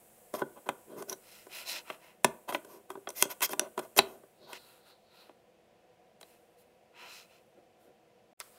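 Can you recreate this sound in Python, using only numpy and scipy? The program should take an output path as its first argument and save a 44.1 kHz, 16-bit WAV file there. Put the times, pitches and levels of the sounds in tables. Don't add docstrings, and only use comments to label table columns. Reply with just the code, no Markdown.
import sys
import numpy as np
from scipy import signal
from scipy.fft import rfft, irfft
from scipy.io import wavfile
from scipy.ndimage import uniform_filter1d

SR = 44100
rng = np.random.default_rng(int(sys.argv[2]) if len(sys.argv) > 2 else 0)


def output_pcm(signal):
    pcm = np.clip(np.atleast_2d(signal).T, -1, 1) * 32767
    wavfile.write(sys.argv[1], SR, np.round(pcm).astype(np.int16))


N = 378372
TIME = np.arange(N) / SR

REGISTER_EDGES_HZ = [120, 600, 1500, 3400, 7500, 16000]
# start in seconds, level in dB, pitch in Hz, edge click in dB.
BLOWS = [(0.339, -26.5, 700, -46.5), (0.3474, -32.5, 1090, -51.5), (0.3928, -40, 900, -54),
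         (0.418, -21.5, 800, -66), (0.6888, -22.5, 1460, -42), (1.0229, -36.5, 780, -48.5),
         (1.467, -44, 745, -63), (1.9004, -32, 1890, -60), (2.245, -13.5, 1650, -22),
         (2.4909, -32, 1542, -54), (2.524, -32.5, 1540, -52), (2.5469, -23.5, 1950, -63),
         (2.647, -45, 640, -56), (2.9024, -35, 1330, -49.5), (2.916, -54.5, 900, -61),
         (2.953, -38, 900, -73.5), (2.973, -39, 437, -75.5), (3.072, -33, 1680, -77.5),
         (3.089, -38, 820, -48.5), (3.103, -43, 790, -45.5), (3.225, -27.5, 1800, -17),
         (3.2527, -33.5, 690, -48), (3.4068, -39.5, 1910, -43.5), (3.418, -39, 1900, -43),
         (3.4926, -39, 750, -45), (3.532, -30, 1580, -42.5), (3.595, -31, 689, -24.5),
         (3.777, -27, 1100, -47), (3.7918, -31.5, 1390, -43.5), (3.9639, -33, 810, -39.5),
         (3.9799, -36, 2500, -30), (3.9878, -12, 1943, -22.5), (4.235, -48, 650, -83),
         (4.53, -41, 3200, -49), (5.2928, -47.5, 1200, -84), (6.212, -52.5, 1704, -55),
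         (6.2287, -51.5, 1890, -62), (8.4018, -47.5, 2800, -40.5)]
# frequency in Hz, width in Hz, gain in dB.
SHELL_MODES = [(169.9, 48, -13.5), (236.6, 22, 1), (395.2, 41, 8), (447.7, 26, -0.5), (614, 120, 4),
               (804, 81, -4.5), (986, 83, 3), (1142.6, 43, -11.5), (1490, 130, -5), (1780, 30, -11.5),
               (2083, 130, -0.5), (2530, 370, -4), (3242, 75, -1.5), (3572, 49, -6), (4160, 110, -5.5),
               (5488, 1200, 1.5), (6900, 99, -13), (9140, 930, -7)]
HEAVY_FROM_DB = -21
DROPOUT_START_S, DROPOUT_END_S = 8.333, 8.374


def knocks(bite_s=0.00066, blow_s=.008, usual_settle_s=0.0031, usual_edge_db=-11.5):
    out, t = np.zeros(N), TIME[:SR // 5]
    plastic_softness = signal.butter(1, 10000, fs=SR, output="sos")
    for start, db, hz, edge_db in BLOWS:
        settle_s = usual_settle_s * 2 ** (-0.11 * max(edge_db - db - usual_edge_db, 0))
        force = .28 * rng.standard_normal(len(t)) * (1 - np.exp(-t / bite_s)) * np.exp(-t / settle_s)
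        force[0] += .5
        bass_db = .6 * (db - HEAVY_FROM_DB)
        modes = [(f, width, gain + bass_db * (f < 300)) for f, width, gain in SHELL_MODES]
        parts = registers(body(signal.sosfilt(plastic_softness, force), modes, direct_db=-9, spot_db=1))
        power = np.sum(parts ** 2, axis=1) / (blow_s * SR)
        gains = contact_gains(db, hz, edge_db, db_per_octave=(3, 16, 2.5))
        add(out, start, gains / np.sqrt(power) @ parts)
    return from_db(-1.21) * out


def plug_scrapes():
    # hardest moment and length in seconds, level in dB, pitch in Hz, edge rasp in dB.
    strokes = [(0.355, 0.061, -37.5, 593, -44.5), (0.394, 0.087, -37.5, 654, -51.5),
               (0.575, 0.05, -44, 600, -90), (0.67, 0.032, -34.5, 507, -62), (0.935, 0.16, -40, 392, -85),
               (0.997, 0.099, -36, 505, -52.5), (1.1, 0.063, -36, 405, -46),
               (1.127, 0.038, -33.5, 593, -45), (2.497, 0.051, -31.5, 1000, -43.5),
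               (2.542, 0.074, -34.5, 442, -45), (2.726, 0.18, -44.5, 500, -58),
               (2.915, 0.08, -45.5, 540, -66), (3.186, 0.1, -51.5, 850, -39),
               (3.22, 0.077, -47, 2500, -34.5), (3.313, 0.058, -39, 1410, -40.5),
               (3.43, 0.041, -24.5, 1690, -24.5), (3.448, 0.045, -29.5, 5800, -29),
               (3.519, 0.069, -36, 489.4, -40.5), (3.625, 0.14, -35.5, 556, -75),
               (3.789, 0.043, -31.5, 477, -53), (3.837, 0.082, -42.5, 684, -58),
               (3.979, 0.03, -24.5, 451.4, -24.5), (4.1, 0.22, -44.5, 481, -62),
               (4.44, 0.096, -50, 444, -77), (4.51, 0.12, -44.5, 850, -59.5)]
    # frequency in Hz, width in Hz, gain in dB.
    edge_modes = [(6450, 420, -3.5), (10075, 1200, -7), (12400, 2100, 4.5)]
    return from_db(-1.98) * friction(strokes, SHELL_MODES + edge_modes, db_per_octave=(8, 10.5, 4),
                                     slips_per_s=2200, grit_db=0, smooth=0.66, direct_db=-17.5)


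def socket_housing():
    # start in seconds, level in dB.
    jolts = [(1.129, -37), (3.9905, -7.5), (6.2115, -52), (6.2305, -44.5)]
    # frequency in Hz, gain in dB, seconds to fall 60 dB.
    modes = [(3970, -1, 0.022), (3940, -22, 0.045), (4313, -7, .014)]
    return pings(jolts, modes)


def socket_pin():
    # start in seconds, level in dB.
    grazes = [(1.0969, -35.5), (1.128, -40.5), (3.09, -41.5), (3.5955, -32)]
    # frequency in Hz, gain in dB, seconds to fall 60 dB.
    modes = [(6180, -3, 0.021), (5880, 8, 0.023), (6190, -29, 0.032), (10790, -1, 0.027),
             (10680, -4, 0.029)]
    return pings(grazes, modes)


def plug_creep(hz=4000, width_hz=1100):
    # time in seconds, level in dB.
    pressure = [(4.33, -95), (4.432, -61), (4.542, -57.5), (4.808, -74.5), (4.908, -61.5), (5.002, -81),
                (5.212, -60), (5.38, -91.5)]
    pressure_db = np.interp(TIME, *np.transpose(pressure), left=-np.inf, right=-np.inf)
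    singing = resonate(resonate(rng.standard_normal(N), hz, width_hz), hz, width_hz)
    return from_db(pressure_db - 2) * rms_one(singing)


def finger_rubs():
    # fastest moment and length in seconds, level in dB, pitch in Hz, edge hiss in dB.
    strokes = [(1.339, 0.37, -55, 3550, -61.5), (1.574, 0.22, -41.5, 3150, -49.5),
               (1.703, 0.14, -33.5, 5150, -70), (1.763, 0.12, -37, 3460, -75),
               (1.905, 0.17, -47, 1690, -60), (2.061, 0.22, -56, 1880, -69.5),
               (4.555, 0.08, -45.5, 2800, -72), (4.7, 0.32, -60, 1507, -66),
               (4.885, 0.14, -58.5, 1398, -67.5), (5.198, 0.32, -60, 1555, -70),
               (6.3, 0.25, -67, 3003, -70), (6.604, 0.11, -72, 7990, -69.5), (7.033, 0.27, -47, 2000, -80),
               (7.145, 0.28, -48, 3970, -69), (7.338, 0.21, -61.5, 2800, -85), (7.58, 0.077, -57, 300, -88),
               (7.835, 0.19, -69.5, 540.5, -74), (7.881, 0.1, -57, 300, -86.5)]
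    # frequency in Hz, width in Hz, gain in dB.
    cable_modes = [(371.3, 32, 1.5), (634, 210, -5), (979, 86, -1.5), (1420, 138, -4.5), (2070, 200, 0.5),
                   (2560, 400, 6.5), (3460, 140, -17), (4020, 180, 1.5), (5080, 570, -5.5),
                   (7090, 210, -18), (11100, 5600, -10)]
    return from_db(-1.35) * friction(strokes, cable_modes, db_per_octave=(6.5, 8.5, 4),
                                     slips_per_s=7500, grit_db=4, smooth=0.52, direct_db=-13.5)


def stand_shake():
    # frequency in Hz, gain in dB, seconds to fall 60 dB.
    modes = [(72, -44, 0.39), (48, -48.5, .12)]
    return pings([(start, db) for start, db, _, _ in BLOWS if db > HEAVY_FROM_DB], modes)


def friction(strokes, modes, db_per_octave, slips_per_s, grit_db, smooth, direct_db):
    out, t = np.zeros(N), TIME[:SR // 2]
    for peak_s, length_s, db, hz, edge_db in strokes:
        rise_s = 0.46 * length_s
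        pressure = np.sin(np.interp(t, [0, rise_s, length_s], [0, 1, 0]) * np.pi / 2) ** 2
        sizes = from_db(grit_db * np.minimum(rng.exponential(1, len(t)), 4))
        signs = rng.choice([-1, 1], len(t))
        slipping = rng.random(len(t)) < slips_per_s / SR
        force = rms_one(sizes * signs * slipping) + smooth * rng.standard_normal(len(t))
        parts = registers(body(force, modes, direct_db, spot_db=2.5))
        swells = pressure ** (0.55 + 0.2 * np.arange(len(parts)))[:, None]
        gains = contact_gains(db, hz, edge_db, db_per_octave)
        stroke = sum(gain * swell * rms_one(part) for gain, swell, part in zip(gains, swells, parts))
        add(out, peak_s - rise_s, stroke)
    return out


def body(force, modes, direct_db, spot_db):
    weights_db = rng.normal(0, spot_db, len(modes))
    ringing = sum(from_db(db + weight) * resonate(force, hz, width)
                  for (hz, width, db), weight in zip(modes, weights_db))
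    return from_db(direct_db) * low_cut(force, 350) + ringing


def contact_gains(db, hz, edge_db, db_per_octave):
    fall_below, fall_above, edge_rise = db_per_octave
    centres = np.sqrt(np.multiply(REGISTER_EDGES_HZ[:-1], REGISTER_EDGES_HZ[1:]))
    octaves = np.log2(centres / hz)
    hump = from_db(db) / np.hypot(from_db(-fall_below * octaves), from_db(fall_above * octaves))
    edge = from_db(edge_db + edge_rise * np.log2(centres / centres[-1]))
    return np.hypot(hump, edge)


def pings(hits, modes):
    out, t = np.zeros(N), TIME[:SR // 8]
    ring = sum(from_db(db - 60 * t / t60) * np.sin(2 * np.pi * hz * t) for hz, db, t60 in modes)
    for start, db in hits:
        add(out, start, from_db(db) * ring)
    return out


def room_echo(contacts, build_up_s=0.0054):
    # seconds to fall 60 dB, level in dB.
    decays = [(0.3, -9.5), (0.32, -14.5), (0.24, -17.5), (0.15, -17), (0.3, -26.5)]
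    t = TIME[:SR // 2]
    build_up = 1 - np.exp(-(t / build_up_s) ** 2)
    echoes = 0
    for part, (t60, db) in zip(registers(rng.standard_normal(len(t))), decays):
        decay = build_up * from_db(-60 * t / t60)
        echoes += from_db(db) * part * decay / np.sqrt(np.sum(decay ** 2))
    return signal.fftconvolve(contacts, echoes)[:N]


def treble_hiss(contacts, top_db=-60, sink_db_per_s=40):
    # frequency in Hz, spectral level in dB.
    colour = [(900, -6.5), (2500, -13), (4500, -19), (6300, -12), (8000, -3.5), (12000, -5), (16000, -7)]
    tick_power = uniform_filter1d(registers(contacts)[-1] ** 2, int(.02 * SR))
    tick_db = 10 * np.log10(np.abs(tick_power) + 1e-20)
    floor_db = np.where(TIME < 1.9, -62.5, -95)
    raised_db = np.clip(tick_db - 7.5, floor_db, top_db)
    sunk_db = sink_db_per_s * TIME
    return from_db(np.maximum.accumulate(raised_db + sunk_db) - sunk_db) * coloured(colour)


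def room_tone(air_db=-64.95, hum_width_hz=9, back_at_s=8.48):
    # frequency in Hz, spectral level in dB.
    air_colour = [(18, -57.5), (30, -26.5), (227, -9.5), (295, -28), (355, -12), (449, -12.5), (486, -1),
                  (554, -11), (740, -6.5), (889, -22.5), (988, -14.5), (1070, -24), (2680, -24.5),
                  (3980, -31), (16000, -42.5)]
    # frequency in Hz, level in dB.
    hum_tones = [(236.9, -86.5), (328.4, -77.5), (495.3, -75.5), (597.5, -79.5), (737.5, -79.5),
                 (1841, -95), (2062, -93.5), (2584, -91.5)]
    air = from_db(air_db) * coloured(air_colour)
    hum = sum(from_db(db - 1) * rms_one(resonate(rng.standard_normal(N), hz, hum_width_hz))
              for hz, db in hum_tones)
    fade_in = from_db(np.interp(TIME, [DROPOUT_END_S, back_at_s], [-14, 0]))
    return (air + hum) * np.where(TIME < DROPOUT_START_S, 1, fade_in)


def late_hiss():
    # time in seconds, level in dB.
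    swell = [(8.395, -70), (8.41, -43.5), (8.43, -66), (8.46, -65), (8.5, -75), (8.58, -66)]
    # frequency in Hz, spectral level in dB.
    colour = [(400, -35.5), (1100, 21), (2500, 12), (5000, 14), (9000, -3), (11000, -20), (16000, -8)]
    return from_db(np.interp(TIME, *np.transpose(swell), left=-np.inf)) * coloured(colour)


def from_db(db):
    return 10 ** (np.asarray(db) / 20)


def rms_one(x):
    return x / np.sqrt(np.mean(x ** 2) + 1e-20)


def add(out, start_s, sound):
    at = max(round(start_s * SR), 0)
    out[at:at + len(sound)] += sound[:N - at]


def low_cut(x, hz):
    return signal.sosfilt(signal.butter(2, hz, "high", fs=SR, output="sos"), x + 1e-18)


def registers(x):
    return np.array([signal.sosfilt(signal.butter(3, band, "band", fs=SR, output="sos"), x + 1e-18)
                     for band in zip(REGISTER_EDGES_HZ, REGISTER_EDGES_HZ[1:])])


def resonate(x, hz, width_hz):
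    r = np.exp(-np.pi * width_hz / SR)
    feedback = [1, -2 * r * np.cos(2 * np.pi * hz / SR), r * r]
    return signal.lfilter(np.array([1, 0, -1]) * (1 - r * r) / 2, feedback, x + 1e-18)


def coloured(colour):
    hz, db = np.transpose(colour)
    bins = np.maximum(np.fft.rfftfreq(N, 1 / SR), 1)
    gains = from_db(np.interp(np.log(bins), np.log(hz), db))
    return rms_one(irfft(rfft(rng.standard_normal(N)) * gains, N))


def scene():
    contacts = plug_scrapes() + finger_rubs() + knocks() + socket_housing() + socket_pin() + plug_creep()
    contacts = low_cut(contacts, 160)
    background = room_echo(contacts) + treble_hiss(contacts) + room_tone() + late_hiss()
    return (contacts + stand_shake() + background)[None]


def record(dry, ceiling=.9, cutoff_hz=15700):
    live = (TIME < DROPOUT_START_S) | (TIME > DROPOUT_END_S)
    top_cut = signal.ellip(10, .2, 70, cutoff_hz, fs=SR, output="sos")
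    return signal.sosfilt(top_cut, ceiling * np.tanh(dry / ceiling) * live)


dry = scene()
out = record(dry)
output_pcm(out)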